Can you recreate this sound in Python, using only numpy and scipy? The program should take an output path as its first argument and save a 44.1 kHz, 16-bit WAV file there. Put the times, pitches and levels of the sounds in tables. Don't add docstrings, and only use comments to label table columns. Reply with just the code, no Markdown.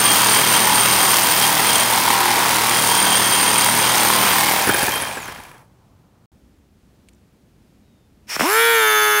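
import sys
import numpy as np
from scipy import signal
from scipy.fft import rfft, irfft, next_fast_len
from scipy.io import wavfile
from scipy.ndimage import uniform_filter1d

SR = 44100
rng = np.random.default_rng(int(sys.argv[2]) if len(sys.argv) > 2 else 0)


def transcribe(u):
    v = np.clip(np.atleast_2d(u).T, -1, 1)
    q = np.round(v * 32767).astype(np.int16)
    wavfile.write(sys.argv[1], SR, q)


N = 405719
T = np.arange(N) / SR

# [t/s, commutator whine f/Hz, whine relative level/dB, rasp relative level/dB,
# pipe ring against rasp, relative level/dB]
CUT = [(0, 14210, -29, -14, -9), (.2, 14430, -28, -13.5, -9), (.4, 14210, -28, -13.5, -9),
       (1.2, 14210, -26, -14.5, -10), (1.9, 14350, -30, -15, -13), (2.4, 14450, -35, -15, -20),
       (2.8, 14320, -36, -15.5, -10), (3.6, 14080, -33, -15, -7.5), (4.25, 14220, -27, -13.5, -13),
       (4.58, 14250, -29, -17, -22)]
SWITCH_OFF_S = 4.82
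# [t/s, level/dB]
PUFFS = [(8.364, -12), (8.395, -9), (8.408, -2), (8.418, -10)]
VANES, CRUISE_HZ = 4, 422
VALVE_OPENS_S, START_S = 8.27, 8.394


def undb(db):
    return 10 ** (np.asarray(db) / 20)


def unit(x):
    return x / np.sqrt(np.mean(x ** 2))


def curves(table):
    s, *columns = np.transpose(table)
    return [np.interp(T, s, c) for c in columns]


def colour(x, points):
    hz, db = np.transpose(points)
    size = next_fast_len(N)
    f = np.maximum(np.fft.rfftfreq(size, 1 / SR), 1)
    gain = undb(np.interp(np.log(f), np.log(hz), db))
    return unit(irfft(rfft(x, size) * gain, size)[:N])


def ring(x, modes):
    out = 0
    for k, (hz, width_hz, db) in enumerate(modes):
        b, a = signal.iirpeak(hz, hz / width_hz, SR)
        out = out + (-1) ** k * undb(db) * signal.lfilter(b, a, x)
    return out


def walk(rate_hz):
    k = int(SR / rate_hz)
    held = np.repeat(rng.standard_normal(N // k + 1), k)
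    return 0.85 * uniform_filter1d(held, k)[:N]


def burst(s, db, decay_s):
    out, start = np.zeros(N), int(s * SR)
    age_s = np.arange(int(.15 * SR)) / SR
    out[start:start + len(age_s)] = undb(db) * np.exp(-age_s / decay_s)
    return out


def repeating(cycles, per_cycle, memory):
    fresh = rng.standard_normal((260, per_cycle))
    worn = signal.lfilter([1], [1, -min(memory, .97)], fresh, axis=0).ravel()
    return unit(worn[(cycles * per_cycle).astype(int)])


def saw():
    whine_hz, free, speed_db = motor()
    _, whine_db, level_db, ring_db = curves(CUT)
    whine_db += 2.5
    boom_db = -18 - .55 * ring_db
    free_boom_db, free_whine_db, free_level_db, free_ring_db = -16.5, -30.5, -18.5, -18
    boom_db += free * (free_boom_db - boom_db)
    whine_db += free * (free_whine_db - whine_db) + 1.1 * speed_db
    level_db += free * (free_level_db - level_db) + 1.5 * speed_db
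    ring_db += free * (free_ring_db - ring_db)

    whines_per_stroke = 365
    stroke_hz = whine_hz / whines_per_stroke
    strokes = np.cumsum(stroke_hz) / SR + .3
    pace = np.minimum(stroke_hz / stroke_hz[0], 1)
    boom_gate, treble_gate = knocks(strokes, stroke_hz)
    speed = np.abs(np.sin(2 * np.pi * (strokes - .12)))
    bite = (.4 + speed) * undb(0.9 * walk(60) + 1.5 * walk(12))
    chips = rng.standard_normal(N) * undb(3.0 * walk(900))

    low, high = pipe(bite)
    body = undb(-0.5 - 3.5 * free) * rasp(strokes, boom_gate, chips * bite, pace)
    body += free * undb(-6.5) * housing(strokes, stroke_hz)
    body += undb(boom_db) * bench(strokes, boom_gate, pace)
    body += undb(1.1 * ring_db - 1.5) * low
    body += undb(ring_db + 1.5 * speed_db + 3) * high
    body += undb(-9) * clank(chips, treble_gate)
    body += undb(-21) * shake(strokes)
    stop = np.clip((5.68 - T) / 0.034, 0, 1)
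    return (undb(level_db) * body + whine(whine_hz, whine_db, pace)) * stop


def motor():
    loaded_hz = curves(CUT)[0]
    free_whine_hz, rev_up_s = 15500, .12
    coast_s, friction_hz = .987, 10170
    through_s = CUT[-1][0]
    free = 1 - np.exp(-np.clip(T - through_s, 0, SWITCH_OFF_S - through_s) / rev_up_s)
    driven_hz = loaded_hz + free * (free_whine_hz - loaded_hz)
    drag = np.exp(-np.clip(T - SWITCH_OFF_S, 0, None) / coast_s)
    hz = np.maximum((driven_hz + friction_hz) * drag - friction_hz, 600)
    return hz, free, 20 * np.log10(hz / driven_hz)


def knocks(strokes, stroke_hz):
    # [place in stroke/0-1, decay/s, boom relative level/dB, treble relative level/dB]
    blows = [(.05, .002, -5, -11), (.53, .003, 6, -6.5), (.9, .0015, -7, 0)]
    scatter = rng.standard_normal((260, len(blows)))
    boom_gate, treble_gate = .5, .3
    for k, (place, decay_s, boom_db, treble_db) in enumerate(blows):
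        since_s = (strokes - place) % 1 / stroke_hz
        scatter_db = 2.2 * scatter[(strokes - place).astype(int), k]
        blow = np.exp(-since_s / decay_s) * undb(scatter_db)
        boom_gate = boom_gate + undb(boom_db) * blow
        treble_gate = treble_gate + undb(treble_db) * blow
    return boom_gate, treble_gate


def teeth(strokes, memory):
    return repeating(strokes, 1130, memory)


def rasp(strokes, boom_gate, torn, pace):
    # [f/Hz, relative density/dB]
    spectrum = [(29, -52), (50, -19), (193, -7), (658, -6), (967, 0.5), (1260, -3.5), (3000, -8.5),
                (3220, -8), (7490, -19), (9080, -12), (13300, -18.5), (14700, -14.5), (15800, -23)]
    out = colour(teeth(strokes, 0.66) * (0.72 + boom_gate) + torn, spectrum)
    dull = signal.sosfilt(signal.butter(2, 3600, fs=SR, output="sos"), out)
    return dull + np.sqrt(pace) * (out - dull)


def bench(strokes, boom_gate, pace):
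    # [f/Hz, width/Hz, relative level/dB]
    modes = [(790, 50, 2), (950, 130, 2), (1090, 80, -5), (1650, 250, -10), (2160, 240, -5),
             (2420, 200, -12)]
    return unit(ring(teeth(strokes, .85) * (boom_gate - 0.36 * (1 - pace)), modes))


def pipe(bite):
    # [f/Hz, width/Hz, relative level/dB]
    low_modes = [(2770, 60, -3.5), (3205, 40, 8)]
    high_modes = [(4800, 90, -14), (6290, 55, -13), (8905, 60, -1.5)]
    low = unit(ring(rng.standard_normal(N) * bite ** 1.5 * undb(4.0 * walk(40)), low_modes))
    high = unit(ring(rng.standard_normal(N) * bite ** 1.5 * undb(1.5 * walk(40)), high_modes))
    return low, high


def clank(chips, treble_gate):
    modes = [(5000, 3000, -2), (10700, 2200, 3.5), (15500, 900, -3.5)]
    return unit(ring(chips * treble_gate * undb(2.0 * walk(10)), modes))


def shake(strokes):
    harmonics_db = [-30.5, -25.5, -1.5, -10.5, 0.5, -11.5, -7, -3.5, -8.5]
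    return sum(undb(db + 1.5 * walk(6)) * np.cos(2 * np.pi * k * strokes + k * k)
               for k, db in enumerate(harmonics_db, 1))


def housing(strokes, stroke_hz):
    # [f/Hz, width/Hz, relative level/dB]
    modes = [(560, 120, -5), (830, 110, 1), (1660, 140, -2), (2400, 220, -2)]
    place, decay_s, return_db = .03, .005, -3
    crank = sum(undb(db) * np.exp(-((strokes - p) % 1) / stroke_hz / decay_s)
                for p, db in [(place, 0), (place + .5, return_db)])
    return unit(ring(rng.standard_normal(N) * (crank + .15), modes))


def whine(whine_hz, whine_db, pace):
    phase = np.cumsum(whine_hz + 40 * walk(150)) / SR
    fade = np.sqrt(pace) / (1 + (5600 / whine_hz) ** 6)
    return np.sin(2 * np.pi * phase) * fade * undb(whine_db + 3.0 * walk(90))


def grinder():
    since_s, sagged, vane_hz = rotor()
    on = T >= VALVE_OPENS_S
    turn_hz = vane_hz / VANES
    turns = np.cumsum(turn_hz * on * (1 + .001 * walk(80))) / SR
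    running = np.clip(vane_hz / CRUISE_HZ - .4, 0, .6) / .6
    throb = 1 + running * (0.28 * np.cos(2 * np.pi * turns) + 0.073 * np.cos(2 * np.pi * VANES * turns))
    air = leak(since_s) + running ** 2 * jet(turns, sagged)
    return exhaust(turn_hz, turns, running, on) + puffs() + air * throb * on


def rotor():
    top_hz, spin_up_s, droop_hz_per_s = 476, .057, 29
    sag_s, sag_width_s, sag_hz = 8.795, .037, 33.3
    since_s = np.clip(T - START_S, 0, None)
    sagged = (1 + np.tanh((T - sag_s) / sag_width_s / 2)) / 2
    driven_hz = top_hz - sag_hz * sagged - droop_hz_per_s * since_s
    return since_s, sagged, driven_hz * (1 - np.exp(-since_s / spin_up_s))


def muffler_gain(hz):
    # [f/Hz, width/Hz, relative level/dB]
    modes = [(980, 140, -2), (1470, 300, -8), (2334, 67, -4), (3530, 110, 8)]
    dip = 1 - .45 / (1 + ((hz - 421) / 22) ** 2)
    passed = sum(undb(db) / np.sqrt(1 + (2 * (hz - f) / width_hz) ** 2) for f, width_hz, db in modes)
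    return dip * (0.17 + passed)


def exhaust(turn_hz, turns, running, on):
    lines_db = [-43, -39, -33, -9, -38, -26, -25, -13, -19, -18, -17, -7, -11, -11, -12, -7, -14, -17, -17,
                -14, -15, -20, -24, -33, -20, -23, -27, -20, -19, -28, -31, -22, -14, -22, -35, -38]
    odd_slot_rad = 2.3
    tone_on_s = 8.42
    swell_start_s, swell_end_s = 8.48, 8.6
    building = np.clip(1 - (T[on] - tone_on_s) / .19, 0, 1)
    lines, power = 0, 0
    for k, db in enumerate(lines_db, 1):
        gain = undb(db) * muffler_gain(k * turn_hz[on]) / muffler_gain(k * CRUISE_HZ / VANES)
        gain = gain * undb(-1.3 * abs(k - 2 * VANES) * building)
        if k % VANES:
            gain = gain * running[on] ** 2
        shift_rad = 0.0105 * k * k + odd_slot_rad * (k % VANES == 1)
        flicker = undb(1.6 * min(k / 8, 1) * walk(40)[on])
        lines = lines + gain * flicker * np.cos(2 * np.pi * k * turns[on] + shift_rad)
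        power = power + gain ** 2 / 2
    tone = np.zeros(N)
    tone[on] = lines / np.sqrt(power)
    tone_db = np.interp(T, (swell_start_s, swell_end_s), (-18.5, -13))
    tone_db -= 3.5 * np.clip(T - swell_end_s, 0, None)
    return tone * undb(tone_db) * np.clip((T - tone_on_s) / .01, 0, 1)


def puffs():
    out = np.zeros(N)
    for s, db in PUFFS:
        age_s = np.clip(T - s, 0, None)
        cycles = 150 * age_s + 2000 * 0.00171 * (1 - np.exp(-age_s / 0.0017))
        out += burst(s, db, .003) * np.sin(2 * np.pi * cycles)
    return out


def leak(since_s):
    # [f/Hz, relative density/dB]
    hiss_spectrum = [(180, -60), (300, -14), (2390, -2), (4190, -15), (5560, -15), (8410, -13),
                     (15800, -18)]
    # [f/Hz, width/Hz, relative level/dB]
    valve_modes = [(2340, 220, -18), (5400, 300, 4)]
    opened_s = T - VALVE_OPENS_S - .027
    opening_db = -31.5 + np.minimum(1100 * opened_s, 90 * opened_s)
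    choked_db, surge_db, fade_db_per_s, left_db = -32, -21, 28, -33.5
    surging_db = np.maximum(surge_db - fade_db_per_s * since_s, left_db)
    choked = T > PUFFS[0][0]
    leak_db = np.where(choked, np.where(since_s > 0, surging_db, choked_db), opening_db)
    noise = rng.standard_normal((2, N))
    whistle = undb(np.where(choked, -9, 0)) * unit(ring(noise[1], valve_modes))
    return undb(uniform_filter1d(leak_db, size=300)) * (colour(noise[0], hiss_spectrum) + whistle)


def jet(turns, sagged):
    # [f/Hz, width/Hz, relative level at full pressure/dB, relative level after the sag/dB]
    modes = [(4450, 1200, -11.5, -11.5), (6370, 120, -8, 2), (7470, 160, -5, -12), (9330, 100, 1.5, 1.5),
             (11000, 2100, -8, -8), (14700, 600, -6, -6)]
    vanes = repeating(turns, 416, .75)
    full = unit(ring(vanes, [(hz, width_hz, full_db) for hz, width_hz, full_db, _ in modes]))
    sunk = unit(ring(vanes, [(hz, width_hz, sunk_db) for hz, width_hz, _, sunk_db in modes]))
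    return undb(-33.5) * (full + sagged * (sunk - full))


def offcut():
    # [t/s, scrape drive level/dB, thud against it, level/dB]
    bumps = [(4.6713, -4, -10), (4.6915, -5, -4.5), (4.7425, -5, -12), (4.7816, -10.5, -9),
             (4.8274, -7, -11), (4.8794, -17, 0), (4.957, -8.5, -17), (5.0205, -7, -17), (5.1696, -28.5, 3),
             (5.2815, -30, 2), (5.3847, -40, 2), (5.5427, -44, -1)]
    # [f/Hz, width/Hz, relative level/dB]
    modes = [(330, 250, 5.5), (1200, 660, -1), (1650, 220, 7.5), (9400, 1500, 4.5), (11600, 900, 1)]
    # [t struck/s, t landed/s, relative level/dB]
    flights = [(4.705, 4.75, -28), (4.778, 4.834, -30), (4.92, 4.995, -26), (5.03, 5.091, -34.5)]
    # [f/Hz, relative level/dB, t60/s]
    clean_modes = [(3175, 2.5, 1.3), (3440, -12, .1), (8700, -10.5, .5), (12160, -15.5, .5)]
    scrape = sum(burst(s, db, 0.0064) for s, db, _ in bumps)
    thud = sum(burst(s, db + rel_db, .009) for s, db, rel_db in bumps)
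    noise = rng.standard_normal((2, N))
    out = undb(-7) * ring(noise[0] * scrape, modes[3:] + [(3000, 3500, -8.5)])
    out += undb(11.5) * ring(noise[1] * thud, modes[:3] + [(70, 60, 1)])
    for struck_s, landed_s, db in flights:
        airborne = np.clip((landed_s - T) / .004, 0, 1)
        for hz, mode_db, t60_s in clean_modes:
            decay = burst(struck_s, db + mode_db, t60_s / np.log(1000))
            out += airborne * decay * np.sin(2 * np.pi * hz * T)
    return out


def trigger():
    # [t/s, relative level/dB, ring f/Hz]
    tick_table = [(7.0867, -38, 2460), (7.0912, -44, 2470), (7.1322, -49, 3260), (7.1354, -52, 6000),
                  (7.1484, -50, 7720)]
    # [t/s, f/Hz, level/dB]
    squeak = [(7.8, 3950, -88), (7.86, 3860, -77), (8.0, 3650, -73), (8.12, 3450, -89)]
    noise = rng.standard_normal(N)
    ticks = sum(ring(noise * burst(s, db + 4.5, .0015), [(hz, 0.49 * hz, 0), (9000, 4000, -6)])
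                for s, db, hz in tick_table)
    hz, db = curves(squeak)
    sounding = (T > squeak[0][0]) & (T < squeak[-1][0])
    phase = np.cumsum(hz + 30 * walk(100)) / SR
    return ticks + sounding * undb(db + 3.0 * walk(40)) * np.sin(2 * np.pi * phase)


def workshop():
    # [f/Hz, relative density/dB]
    hum_before = [(15, -60.5), (25, -25), (53, -10), (123, -4.5), (361, -19.5), (437, -21.5), (1010, -24),
                  (1820, -35), (15800, -47.5)]
    hum_after = [(15, -50), (25, -23), (59, -2.5), (144, -10.5), (205, -6), (307, -14), (392, -17.5),
                 (1010, -29), (9210, -41), (15800, -45)]
    silence_start_s, silence_end_s, hum_db = 6.258, 6.318, -53.5
    first = colour(rng.standard_normal(N), hum_before) * (T < silence_start_s)
    second = colour(rng.standard_normal(N), hum_after) * (T > silence_end_s)
    return undb(hum_db) * (first + second) * undb(1.0 * walk(5))


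def scene():
    return np.tile(saw() + grinder() + offcut() + trigger() + workshop(), (2, 1))


def record(dry):
    top_hz = 15750
    rounded = np.tanh(1.3 * dry) / 1.3
    return signal.sosfilt(signal.ellip(12, .2, 80, top_hz, fs=SR, output="sos"), rounded)


dry = scene()
out = record(dry)
transcribe(out)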